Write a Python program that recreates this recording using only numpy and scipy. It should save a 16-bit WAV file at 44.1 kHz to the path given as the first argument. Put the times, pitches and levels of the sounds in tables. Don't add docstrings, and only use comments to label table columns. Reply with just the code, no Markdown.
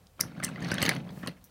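import sys
import numpy as np
from scipy import signal
from scipy.fft import rfft, irfft
from scipy.io import wavfile
from scipy.ndimage import uniform_filter1d

SR = 44100
rng = np.random.default_rng(int(sys.argv[2]) if len(sys.argv) > 2 else 0)


def attenuation_scalar(level_db):
    decades = np.asarray(level_db, float) / 20
    return 10 ** decades


def persist_wave(psi):
    counts = np.round(np.clip(psi, -1, 1) * 32767).astype(np.int16)
    wavfile.write(sys.argv[1], SR, np.atleast_2d(counts).T)


N = 66150


def level(x, db):
    return x * attenuation_scalar(db) / np.sqrt(np.mean(x ** 2))


def add(out, start_s, x):
    i = int(start_s * SR)
    out[i:i + len(x)] += x[:N - i]


def cut(x, hz, kind, order):
    return signal.sosfilt(signal.butter(order, hz, kind, fs=SR, output="sos"), x)


def ring(modes, chance=0, push=None):
    hz, db, t60_s = np.array(modes, float).T[:, :, None]
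    detune, scatter = np.zeros((2, len(modes), 1)) + chance
    t = np.arange(int(min(np.max(t60_s), 0.2) * SR)) / SR
    mode_hz = np.minimum(hz * (1 + 0.037 * detune), 16000)
    waves = np.sin(2 * np.pi * mode_hz * t) * attenuation_scalar(-60 * t / t60_s)
    if push is not None:
        driven = signal.fftconvolve(waves, push[None], axes=1)
        gain = np.sqrt(np.sum(waves ** 2, axis=1) / np.sum(driven ** 2, axis=1))
        rank = np.argsort(np.argsort(hz, axis=0), axis=0)
        waves = driven * gain[:, None] * (-1) ** rank
    return np.sum(attenuation_scalar(db + 2.5 * scatter) * waves, axis=0)


def near(modes, pitch_hz, db_oct, t60_s):
    struck = []
    for hz, db, mode_t60_s in modes:
        octaves = abs(np.log2(hz / pitch_hz))
        if octaves > 0.09:
            struck.append((hz, db - db_oct * octaves, mode_t60_s))
    return struck + [(pitch_hz, 3.5, t60_s)]


def hit(peak_db, modes, chatter_ms, chance):
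    t = np.arange(2500) / SR
    chatter = np.exp(-2 * t / (chatter_ms * 1e-3))
    loose_parts = attenuation_scalar(-40) * np.exp(-t / 0.0058)
    push = chance[:2500] * np.minimum(t / 0.00046, 1) * (chatter + loose_parts)
    push[4] += 0.74 * np.sqrt(np.sum(push ** 2))
    spread = chance[2500:2500 + 2 * len(modes)].reshape(2, -1, 1).copy()
    spread[:, -1] = 0
    x = cut(ring(modes, spread, push), min(1.55 * modes[-1][0], 20000), "low", order=2)
    return x * attenuation_scalar(peak_db) / np.max(np.abs(x))


def grains(per_s, spread_db, modes):
    happens, size, side = rng.random((3, N))
    size_db = spread_db * np.minimum(-np.log(1 - size), 3.2)
    bumps = (happens < per_s / SR) * attenuation_scalar(size_db) * np.sign(side - 0.5)
    return level(signal.fftconvolve(bumps, ring(modes))[:N], 0)


def patches(db):
    hold = int(SR / 90)
    rough = np.clip(rng.standard_normal(400), -2, 2)
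    return db * uniform_filter1d(np.repeat(rough, hold)[:N], size=hold // 2)


# pitch_hz [Hz], level_db [dB per Hz]
AIR_SPECTRUM = [(26, -38), (45, 2), (109, -9.5), (306, -31), (488, -20.5), (2240, -35.5), (2730, -35.5),
                (3080, -36), (16000, -39.5)]


def air():
    hz = np.arange(N // 2 + 1) * SR / N + 1
    pitch_hz, level_db = np.array(AIR_SPECTRUM).T
    hiss_db = np.interp(np.log(hz), np.log(pitch_hz), level_db)
    hiss = irfft(rfft(rng.standard_normal(N)) * attenuation_scalar(hiss_db), N)
    rub_shape = np.exp(-(np.log(hz / 11000) / 3.6) ** 2)
    rub = irfft(rfft(rng.standard_normal(N)) * rub_shape, N)
    passing = np.exp(-((np.arange(N) / SR - 1.188) / 0.078) ** 2)
    return level(hiss, -59) + level(rub, -60.5) * passing


def room(dry):
    t60_s, tail_db, rise_s = 0.14, -16.5, 0.0054
    t = np.arange(SR // 2) / SR
    tail = rng.standard_normal(len(t)) * attenuation_scalar(-60 * t / t60_s) * np.minimum(t / rise_s, 1)
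    tail = cut(tail, [600, 11000], "band", order=1)
    return attenuation_scalar(tail_db) * signal.fftconvolve(dry, tail / np.sqrt(np.sum(tail ** 2)))[:N]


# start_s [s], level_db [dB], pitch_hz [Hz], t60_s [s]
PIN_RINGS = [
    (.8625, -44, 15000, .09),
    (.838, -48, 6700, .05),
    (1.195, -66, 5600, .2),
    (.964, -46, 3150, .04),
]


def pins():
    out = np.zeros(N)
    for start_s, level_db, pitch_hz, t60_s in PIN_RINGS:
        add(out, start_s, ring([(pitch_hz, level_db, t60_s)]))
    return out


# pitch_hz [Hz], level_db [dB], t60_s [s]
COUPLER_MODES = [(3600, -12, .005), (4300, -5, .006), (5200, -2, .006), (6100, 0, .007), (7200, -6, .005),
                 (8500, -2, .006), (9400, -2, .005), (10300, 0, .005), (11300, -1, .005), (12300, -3, .004),
                 (13300, -4, .004), (14400, -2, .004), (15400, -2, .004)]
# start_s [s], rumble_db [dB], grit_db [dB], place_hz [Hz] (mode under the wheels)
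ROLL_PATH = [(0.0, -55.5, -71.5, 131), (0.156, -69.5, -82.5, 163), (0.21, -39.5, -49, 178),
             (0.254, -37, -54.5, 180), (0.342, -45, -63.5, 170), (0.37, -38.5, -55.5, 173),
             (0.518, -34.5, -53.5, 166), (0.563, -39, -55.5, 177), (0.642, -30.5, -43.5, 178),
             (0.798, -33.5, -40, 205), (0.826, -29.5, -38, 209), (0.935, -29, -39.5, 184),
             (1.024, -37.5, -59.5, 178), (1.148, -40.5, -60, 165), (1.228, -43, -58, 191),
             (1.284, -35.5, -48, 180), (1.344, -54.5, -68, 189), (1.5, -63, -68, 152)]


def axles():
    start_s, _, grit_db, _ = np.array(ROLL_PATH).T
    db = -54.5 + 0.89 * (np.interp(np.arange(N) / SR, start_s, grit_db) + 40)
    chatter = cut(grains(1800, 4.3, COUPLER_MODES), 6600, "low", order=1)
    return chatter * attenuation_scalar(db + patches(4.8))


# pitch_hz [Hz], level_db [dB], t60_s [s]
WOOD_MODES = [(560, -10, .02), (820, -12, .015), (1100, -9, .012), (1400, -6, .01), (1700, -4, .01),
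              (2150, -4, .009), (2600, -5, .008), (3100, -6, .008), (3800, -7, .007), (4400, -7, .008),
              (5400, -14, .006), (6500, -17, .005)]
# pitch_hz [Hz], level_db [dB], t60_s [s]
TABLE_MODES = [(68.6, -3, 0.19), (123, -21.5, 0.32), (138.5, -0.5, 0.18), (178, 0.5, 0.12),
               (199.7, -5.5, 0.088), (245.2, -1.5, 0.05), (276.3, -9, 0.076), (316, -7.5, 0.089),
               (389, -16.5, 0.12), (571, 7.5, 0.0043)]


def rolling():
    start_s, rumble_db, grit_db, place_hz = np.array(ROLL_PATH).T
    t = np.arange(N) / SR
    here_hz = np.interp(t, start_s, place_hz)
    rumble, grit = np.zeros(N), np.zeros(N)
    for mode in TABLE_MODES:
        mode_db = mode[1] - 9.5 * abs(np.log2(mode[0] / here_hz))
        rumble += grains(600, 2, [mode]) * attenuation_scalar(mode_db)
    for mode in WOOD_MODES:
        scratch = cut(grains(900, 4.5, [mode]), 0.81 * mode[0], "low", order=2)
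        grit += scratch * attenuation_scalar(mode[1] + patches(4))
    grit = level(cut(grit, 5000, "low", order=1) * attenuation_scalar(patches(3)), 0)
    rumble = cut(rumble, 1160, "low", order=2) * attenuation_scalar(np.interp(t, start_s, rumble_db) - 5.5)
    return rumble + grit * attenuation_scalar(np.interp(t, start_s, grit_db))


# start_s [s], level_db [dB], pitch_hz [Hz], chatter_ms [ms]
CLICK_EVENTS = [(0.069,-47.5,3970,2.8), (0.2007,-36,5000,3.4), (.2008,-41,11600,2.3),
                (0.2051,-24.5,10200,2.6), (0.2064,-19.5,5560,5.9), (0.2094,-8.5,11000,0.7),
                (0.209,-17.5,5920,2.4), (.398,-57,14000,1), (0.4,-47,6070,3.2), (.430,-37,8260,7.8),
                (0.437,-20,8140,18), (0.4438,-24,5530,3.4), (0.4444,-24.5,9020,1.9),
                (0.4462,-14.5,8750,4.4), (0.468,-37,8400,2), (0.489,-40,7740,6), (0.558,-53,4630,2.3),
                (0.605,-45,7100,2.7), (0.623,-39,4580,11), (0.6459,-32,4514,4), (.669,-46,5000,8),
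                (0.686,-37,5500,1.8), (0.7153,-22,5170,10), (0.741,-26,9040,1.9), (0.7423,-28.5,6600,2.1),
                (0.783,-28,4100,2.9), (0.8174,-19,4500,26), (0.8263,-20.5,8130,10), (.8257,-19,12000,3.9),
                (0.839,-30,10500,6), (0.852,-24,5000,5.9), (0.8545,-32,14100,4), (0.8598,-36,13700,2),
                (0.8619,-18,4130,5.3), (.881,-38,5900,3.9), (.882,-43,11000,2.7), (0.8915,-26.5,14030,1.8),
                (0.8911,-18,9660,2.1), (0.8916,-15.5,4290,8.9), (0.9105,-50,5560,3.6), (0.95,-39,11000,4.6),
                (0.9643,-39.5,6100,6), (1.106,-47,4370,2.7), (1.2335,-48,5470,6), (1.261,-41,7000,4.9),
                (1.2732,-39,13300,1.5), (1.2729,-28.5,8850,7.1), (1.2845,-39,12700,1.8),
                (1.4414,-39,13430,32)]


def clicks():
    out = np.zeros(N)
    for (start_s, level_db, pitch_hz, chatter_ms), chance in zip(CLICK_EVENTS, rng.standard_normal((50, 2540))):
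        modes = near(COUPLER_MODES, pitch_hz, db_oct=6, t60_s=0.005)
        add(out, start_s, hit(level_db, modes, chatter_ms, chance))
    return cut(out, 1100, "high", order=2)


# start_s [s], level_db [dB], pitch_hz [Hz] (strongest ring), thump_db [dB] (table)
KNOCK_EVENTS = [(0.1941,-32,1440,-40), (0.2058,-26,2115,-32), (0.2347,-35,1370,-34), (0.32,-49,1410,-47),
                (0.365,-43.5,1460,-53), (0.3779,-42,1680,-31.5), (.400,-30,1390,-41), (.425,-32,1810,-31),
                (.4305,-26,2090,-55), (0.4377,-28,2020,-27.5), (.452,-29.5,3130,-43), (.465,-32.5,1820,-48),
                (.478,-34.5,2570,-31), (0.488,-33.5,1410,-36), (0.497,-39.5,1530,-57), (.5165,-56,1686,-55),
                (0.527,-63,1870,-56), (.5585,-31.5,2010,-53), (0.574,-41.5,1484,-56), (.580,-36.5,1350,-52),
                (.619,-38,1830,-27), (0.625,-33,1820,-43), (0.6468,-32,1900,-43), (0.658,-39,1520,-56),
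                (.684,-32.5,1360,-46), (0.7162,-19.5,1523,-18), (0.734,-26.5,1820,-26),
                (0.7809,-23,3240,-26.5), (0.7824,-29.5,1610,-31), (.817,-21.5,2110,-31),
                (0.8257,-21.5,1900,-14.5), (0.8294,-18.5,3020,-24.5), (0.8518,-18.5,2900,-21.5),
                (.862,-21,2240,-40), (0.8803,-17.5,1802,-26), (.892,-11.5,2270,-23), (0.912,-27,1720,-35.5),
                (.963,-29,3220,-36), (1.08,-47,1040,-45), (1.091,-42.5,3297,-43), (1.103,-43,1010,-39),
                (1.174,-44,1210,-29.5), (1.2303,-34,1791,-49), (1.2341,-35.5,1360,-24.5),
                (1.238,-36,1830,-40), (1.250,-45,1320,-48), (1.261,-33,1100,-52), (1.2731,-24,4430,-27),
                (1.2768,-29,2784,-37), (1.281,-31,554,-29), (1.368,-60,1000,-46)]


def knocks():
    push_s, lag_s, thump_t60_s = 0.0017, 0.0013, 0.17
    out = np.zeros(N)
    thump = np.convolve(ring(TABLE_MODES), np.hanning(int(push_s * SR) + 3))
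    thump = thump * attenuation_scalar(-60 * np.arange(len(thump)) / SR / thump_t60_s)
    thump = thump / np.max(thump)
    for (start_s, level_db, pitch_hz, thump_db), chance in zip(KNOCK_EVENTS, rng.standard_normal((50, 2540))):
        modes = near(WOOD_MODES, pitch_hz, db_oct=0.5, t60_s=0.014 * min(1, 2400 / pitch_hz))
        add(out, start_s, hit(level_db, modes, 6.65, chance))
        add(out, start_s + lag_s, thump * attenuation_scalar(thump_db))
    return cut(out, 7300, "low", order=2)


def scene():
    train = knocks() + clicks() + pins() + rolling() + axles()
    dry = cut(train, 98, "high", order=2)
    return (dry + room(dry) + air())[None]


def top_cut(x):
    return signal.sosfilt(signal.butter(12, 16980, fs=SR, output="sos"), x)


def record(dry):
    top = signal.sosfilt(signal.ellip(8, 0.3, 50, 15900, fs=SR, output="sos"), dry)
    mix = cut(top, 61, "high", order=2)
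    return top_cut(mix)


dry = scene()
out = record(dry)
persist_wave(out)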